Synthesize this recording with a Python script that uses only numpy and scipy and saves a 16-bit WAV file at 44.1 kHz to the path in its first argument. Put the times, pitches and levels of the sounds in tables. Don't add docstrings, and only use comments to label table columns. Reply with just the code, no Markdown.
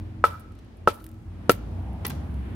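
import sys
import numpy as np
from scipy import signal
from scipy.fft import rfft, irfft
from scipy.io import wavfile
from scipy.ndimage import uniform_filter1d

SR = 44100
rng = np.random.default_rng(int(sys.argv[2]) if len(sys.argv) > 2 else 0)


def ratio(d):
    e = np.asarray(d, float) / 20
    return 10 ** e


def generate_wav(signal):
    frames = np.transpose(np.atleast_2d(signal))
    scaled = np.clip(frames, -1, 1) * 32767
    pcm = np.round(scaled).astype(np.int16)
    wavfile.write(sys.argv[1], SR, pcm)


N = 112454
T = np.arange(N) / SR


def fall(t, t60):
    return (t >= 0) * 1000. ** (-np.clip(t, 0, None) / t60)


def curve(table):
    return np.interp(T, *np.array(table).T)


def logf(table, hz):
    a = np.array(table, float)
    return np.interp(np.log(np.maximum(hz, 1)), np.log(a[:, 0]), a[:, 1])


def band(x, hz, width):
    lo = np.sqrt(hz ** 2 + width ** 2 / 4) - width / 2
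    sos = signal.butter(2, [lo, min(lo + width, 0.48 * SR)], "band", fs=SR, output="sos")
    return signal.sosfilt(sos, x)


def unit(x):
    return x / np.sqrt(np.mean(x ** 2))


def pan_gains(pan):
    return np.array([[1 + pan], [1 - pan]])


def walk(rate):
    k = int(SR / rate)
    steps = np.repeat(rng.standard_normal(N // k + 1), k)
    return unit(uniform_filter1d(uniform_filter1d(steps, k), k)[:N])


# (frequency [Hz], side share [ratio])
NOISE_WIDTH = [(50, .09), (250, 0.35), (1000, 1), (4000, 1), (12000, 1)]


def wide_noise(colour, flicker_db):
    f = np.fft.rfftfreq(N, 1 / SR)
    mid, side = rfft(rng.standard_normal((2, N))) * ratio(logf(colour, f)) * (f < 15800)
    side = side * logf(NOISE_WIDTH, f)
    ears = np.array([mid + side, mid - side])
    out = 0
    for hz in 20 * 2. ** np.arange(11):
        share = np.clip(1 - abs(np.log2(np.maximum(f, 1) / hz)), 0, 1)
        out = out + irfft(ears * share, N) * ratio(flicker_db * walk(9.13))
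    return unit(out)


# (frequency [Hz], t60 [s], level on blow 1 [dB], blow 2 [dB], blow 3 and set-downs [dB])
LOG_TONES = [(210, 0.041, -40.5, -17, -12.5), (294, 0.048, -23.5, -17.5, -6), (391, 0.062, -22, -13, -6),
             (472.4, 0.032, -8, -4, 4), (561.5, 0.033, -10, -7, -5.5), (690.5, 0.058, -21.5, -18, -13.5),
             (827, 0.03, -14, -10.5, -32), (1040, 0.03, -10, -12, -21), (1263, 0.079, -25, -27, -14),
             (1307, 0.078, 0, -2.5, -4), (1408, 0.055, -20, -31, -41.5), (1930, 0.053, -21.5, -44, -18),
             (2340, .045, -15, -23.5, -11.5), (2660, 0.019, -33, -14.5, 1.5)]
SPLIT_SHIFT = (1.0, 1.006, 1.03, 1.1, 1.3)
RING_LAG_S = (0.0001, 0.000083, 0.000993, .003, .0005)
RING_RISE_S = (0.00024, 0.0003, 0.0009, .0003, 0.00032)
THUD_SLOW = (1.01, 1.01, 1.4, 0.83, 1.01)
THUD_DAMP = (0.75, 0.9, 0.79, 0.85, 0.63)
THUD_TOP_HZ, THUD_RISE_S, EAR_TURN_RAD = 950, 0.0014, 0.32


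def log_ring(k, t, ring_damp):
    late = t - RING_LAG_S[k]
    swell = -(1 - np.exp(-np.clip(t, 0, None) / (THUD_RISE_S * THUD_SLOW[k])))
    attack = (late > 0) - fall(late, 7 * RING_RISE_S[k])
    ring = 0
    for j, tone in enumerate(LOG_TONES):
        hz, t60, level_db = tone[0], tone[1], tone[2 + min(k, 2)]
        if hz > THUD_TOP_HZ:
            time, damp, onset = SPLIT_SHIFT[k] * late, ring_damp, attack
        else:
            time, damp, onset = t, THUD_DAMP[k], swell
        turn = EAR_TURN_RAD * (-1) ** j * min(hz / THUD_TOP_HZ, 1) * np.array([[1], [-1]])
        phase = 2 * np.pi * hz * time + turn * np.clip(t * hz, 0, 1)
        ring = ring + ratio(level_db) * np.sin(phase) * fall(t, t60 * damp) * onset
    return ring


# (time [s], strength [dB], ring t60 factor [ratio], crack level [dB], crack t60 [s])
BLOWS = [
    (0.2401, 0, 0.58, -29, 0.15),
    (0.8743, 1.5, 0.54, -27, 0.13),
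    (1.4944, 1.5, 0.71, -19.5, 0.098),
    (2.048, -37, 0.94, -28.5, 0.093),
    (2.102, -48, 0.49, -35.5, 0.083),
]
# (frequency [Hz], level [dB])
CRACK_COLOUR = [(300, -5), (1000, 12.5), (2500, 6.5), (4500, 2), (7000, -5.5), (10000, -4), (13000, -19.5),
                (16000, -19.5)]
CRACK_RISE_S = (0.000976, 0.00086, 0.0005, 0.0018, 0.00092)
TOUCH_DB = (-27, -21.5, -17.5, -32, -20)
# (frequency [Hz], t60 [s], level [dB])
KNOCK = [(403, 0.049, -30.5), (1034, 0.054, -33.5), (1375, 0.044, -37), (1960, 0.044, -31.5)]
CONTACT_MS, TOUCH_S, KNOCK_S = 0.42, 0.0011, 2.0512


def blows():
    out = np.zeros((2, N))
    fibres = wide_noise(CRACK_COLOUR, 0) * ratio(2.7 * walk(900))
    push = np.hanning(int(CONTACT_MS * SR / 1000) + 2)
    push = push[None] / push.sum()
    length = 9000
    for k, (s, strength_db, damp, crack_db, crack_t60) in enumerate(BLOWS):
        i = int(s * SR)
        ring = log_ring(k, T[i:i + length] - s, damp)
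        ring = ratio(strength_db) * signal.fftconvolve(ring, push, axes=1)[:, :length]
        out[:, i:i + length] += ring
        j = i - int(TOUCH_S * SR)
        out[:, j:j + length] += ratio(TOUCH_DB[k]) * ring
        tear = fall(T - s, crack_t60) * np.clip((T - s) / CRACK_RISE_S[k], 0, 1)
        out += ratio(crack_db) * fibres * tear
    t = T - KNOCK_S
    return out + sum(ratio(db) * np.sin(2 * np.pi * hz * t) * fall(t, t60) for hz, t60, db in KNOCK)


def chip_noise(hz, width, passes):
    n = rng.standard_normal((3, N))
    for _ in range(passes):
        n = band(n, hz, width)
    n = unit(n)
    return n[0] + 0.84 * n[1:]


# (time [s], peak level [dB], low part [dB], t60 [s])
CHIPS = [(0.2533, -40, 1, 0.019), (0.2698, -37, 0.5, 0.0092), (0.396, -47.5, -11, 0.0227),
         (0.403, -49, -15, 0.049), (0.5194, -55, -3, 0.03), (0.5514, -52, 1.5, 0.016),
         (0.5876, -53.5, 3, 0.033), (0.6441, -58, -12, 0.031), (0.769, -53.5, -25.5, 0.035),
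         (0.884, -44, 16.5, 0.02), (0.8998, -47.5, 8, 0.0082), (0.9114, -48.5, 8.5, 0.0244),
         (0.9428, -44.5, -4, 0.028), (1.001, -50, -0.5, 0.034), (1.042, -46, -4, 0.037),
         (1.0652, -43.5, -1.5, 0.014), (1.0903, -53.5, -6, 0.02), (1.1154, -60, -2.5, 0.016),
         (1.143, -64, -2, 0.011), (1.221, -61, -7, 0.023), (1.5179, -18.5, -13, 0.004),
         (1.931, -45.5, -24, 0.01), (2.0521, -43.5, 14, 0.01), (2.0545, -46.5, 11, 0.018),
         (2.0663, -22.5, -12, 0.008), (2.0676, -33, -12, 0.04), (2.0805, -36, -11, 0.025),
         (2.098, -38, -11.5, 0.021), (2.102, -50.5, 15.5, 0.013), (2.15, -50, -3.5, 0.022),
         (2.159, -57, 5, 0.02), (2.3413, -48.5, 0, 0.02)]
# (start [s], end [s])
HARD_SPELLS = [(1.03, 1.2), (1.5, 1.6), (2.04, 2.12)]
CHIP_DB, LOUDEST_CHIP_DB = -5.5, -24
SHARP_RISE_S, FAINT_RISE_S = 0.0002, 0.0019
SNAP_T60_S, SNAP_DB = 0.003, 9


def chips(bright):
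    low = unit(band(rng.standard_normal(N), 2900, 4000))
    top = chip_noise(12900, 5200, 2)
    dim = chip_noise(10500, 4000, 2) * ratio(-4)
    out = 0
    for s, db, low_db, t60 in CHIPS:
        t = T - s
        hard = any(a < s < b for a, b in HARD_SPELLS)
        sharp = hard or (db > -50 and s < HARD_SPELLS[0][0])
        if (db < -48 or s > 1.5) and not hard:
            grain = dim
        else:
            grain = top if s > 1.5 else bright
        rise = np.clip(t / (SHARP_RISE_S if sharp else FAINT_RISE_S), 0, 1)
        decay = fall(t, t60) + hard * ratio(SNAP_DB) * fall(t, SNAP_T60_S)
        level = ratio(min(db + CHIP_DB, LOUDEST_CHIP_DB))
        out = out + level * rise * decay * (grain + ratio(low_db) * low)
    return out


DUST_SHARE_DB = (-8, -12.5, 9, -20, -12.5)
DUST_LENGTH = (1.1, 1.9, 0.48, 0.41, 0.5)
DUST_PER_S, DUST_T60_S, DUST_DB, DUST_SCATTER_DB = 1300, 0.28, -50.5, 2


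def dust(bright):
    hits = (rng.random(N) < DUST_PER_S / SR) * ratio(DUST_SCATTER_DB * rng.exponential(size=N))
    patter = signal.fftconvolve(hits, fall(T[:600], 0.011))[:N]
    shower = sum(ratio(db) * fall(T - blow[0], DUST_T60_S * length)
                 for blow, db, length in zip(BLOWS, DUST_SHARE_DB, DUST_LENGTH))
    return ratio(DUST_DB) * patter * shower * bright


# (frequency [Hz], t60 [s], level [dB])
YARD_TAIL = [(302, 0.16, -25), (710, 0.39, -31), (1300, 0.8, -43.5), (2540, 0.64, -29), (4950, 0.55, -19.5),
             (11000, 0.259, -27.5)]
# (delay [s], level [dB], pan [-1 to 1])
FAR_WALLS = [(.058, -35, .3), (.08, -37, 0.2), (.0905, -35, -.2), (.101, -36, .3), (.112, -37, -.3),
             (.135, -41, .4), (.152, -46, -.2), (.21, -53, .3), (.245, -54, -.3), (.268, -52, .2)]
# (time [s], level [dB])
FENCE_SEND = [(.3, -22), (.85, -39), (1.45, -30.5), (2.0, -35)]
# (time [s], level [dB])
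YARD_SEND = [(.6, 3.5), (.85, -2.5), (1.45, -9.5), (2.0, 4)]
WALL_S, WALL_DB, WALL_PAN = 0.01075, -19, 0.5
FENCE_S, FENCE_PAN = 0.02638, -0.3
FAR_HZ, LEAF_FLUTTER, LEAF_PER_S = 1300, 0.49, 200


def yard(near):
    x = (near * ratio(curve(YARD_SEND))).mean(0)
    slap = np.roll(band(x, 900, 2400), int((WALL_S - 0.0001) * SR)) * ratio(WALL_DB) * pan_gains(WALL_PAN)
    far = band(x, FAR_HZ, 350)
    walls = sum(np.roll(far, int(s * SR)) * ratio(db) * pan_gains(pan) for s, db, pan in FAR_WALLS)
    walls = walls * (1 + LEAF_FLUTTER * walk(LEAF_PER_S))
    fence = np.roll(far * ratio(curve(FENCE_SEND)), int(FENCE_S * SR)) * pan_gains(FENCE_PAN)
    tail = 0
    for hz, t60, db in YARD_TAIL:
        noise = unit(band(rng.standard_normal((2, SR)), hz, 0.78 * hz))
        tail = tail + ratio(db) * noise * fall(T[:SR] - 0.012, t60)
    return slap + walls + fence + signal.fftconvolve(x[None], 0.022 * tail, axes=1)[:, :N]


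def stack(hz, orders, flutter_db):
    phase = 2 * np.pi * np.cumsum(hz) / SR
    ear_phase = 0.082 * np.array([[1], [-1]])
    out = 0
    for k, db in orders:
        level = np.sqrt(2) * ratio(db + flutter_db * walk(20))
        out = out + level * np.sin(k * phase + ear_phase + 2 * np.pi * rng.random())
    return out


# (time [s], level [dB])
MOTOR_LEVEL = [(0.0, -38.5), (0.18, -36.5), (0.59, -48), (0.79, -47.5), (0.999, -43), (1.94, -36),
               (2.24, -38), (2.55, -36)]
# (multiple [ratio], level [dB])
MOTOR_ORDERS = [(2, 1.5), (2.5, -6), (3, -19), (4, -15), (5, -12), (6, -23), (7, -16)]
MOTOR_HZ, MOTOR_WOBBLE, MOTOR_FLUTTER_DB, MOTOR_DB = 44.48, 0.02033, 3.5, -2.5


def motor():
    hz = MOTOR_HZ * (1 + MOTOR_WOBBLE * walk(8))
    return ratio(MOTOR_DB + curve(MOTOR_LEVEL)) * stack(hz, MOTOR_ORDERS, MOTOR_FLUTTER_DB)


# (time [s], firing rate [Hz], engine level [dB], road level [dB])
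CAR_PASS = [
    (0, 49.82, -46, -48),
    (.4, 50.23, -54.5, -53.5),
    (1.099, 49.98, -52.5, -60.5),
    (1.45, 51.78, -47.5, -47),
    (1.652, 57.23, -40, -44.5),
    (1.949, 66.64, -36.5, -45),
    (2.099, 70.05, -41, -40.5),
    (2.253, 72.38, -35, -43),
    (2.4, 65.68, -39.5, -43.5),
    (2.55, 62.1, -40.5, -43),
]
# (multiple [ratio], level [dB])
CAR_ORDERS = [(1, 2.5), (2, -10.5), (2.5, -14.5), (3.5, -12.5)]
# (frequency [Hz], level [dB per Hz])
ROAD_COLOUR = [(60, -13), (240, -9.5), (450, -25.5), (1000, -31.5), (3000, -45.5), (7000, -65),
               (10000, -56.5), (16000, -68)]
ROAD_DB, FLICKER_DB = 3.5, 1.5


def car():
    times, *columns = np.array(CAR_PASS).T
    hz, engine_db, road_db = (np.interp(T, times, column) for column in columns)
    engine = ratio(engine_db) * stack(hz * (1 + 0.008 * walk(17)), CAR_ORDERS, 3.2)
    return engine + ratio(road_db + ROAD_DB) * wide_noise(ROAD_COLOUR, FLICKER_DB)


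TYRE_HZ, TYRE_WIDTH_HZ, TYRE_DB, TYRE_PASS_S, TYRE_SPAN_S = 743, 284, -50.5, 1.97, 0.22


def tyres():
    n = unit(band(rng.standard_normal((3, N)), TYRE_HZ, TYRE_WIDTH_HZ))
    nearness = 1 / (1 + ((T - TYRE_PASS_S) / TYRE_SPAN_S) ** 2)
    return ratio(TYRE_DB) * (n[0] + 0.34 * n[1:]) * nearness


# (frequency [Hz], level [dB per Hz])
SUBURB_COLOUR = [(25, -19.5), (55, 4), (97, 6.5), (142, -12.5), (313, -9), (500, -19), (3000, -35.5),
                 (16000, -56.5)]
SUBURB_DB = -47


def suburb():
    return ratio(SUBURB_DB) * wide_noise(SUBURB_COLOUR, FLICKER_DB)


def scene():
    bright = chip_noise(11450, 5800, 1)
    near = blows() + chips(bright) + dust(bright)
    return near + yard(near) + motor() + car() + tyres() + suburb()


def band_limit(x):
    return signal.sosfilt(signal.butter(12, 16670, fs=SR, output="sos"), x)


def record(dry):
    x = signal.sosfilt(signal.butter(3, 38.6, "high", fs=SR, output="sos"), dry)
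    x = signal.sosfilt(signal.ellip(8, 0.2, 70, 15900, fs=SR, output="sos"), x)
    return band_limit(np.clip(x, -1, 1))


dry = scene()
out = record(dry)
generate_wav(out)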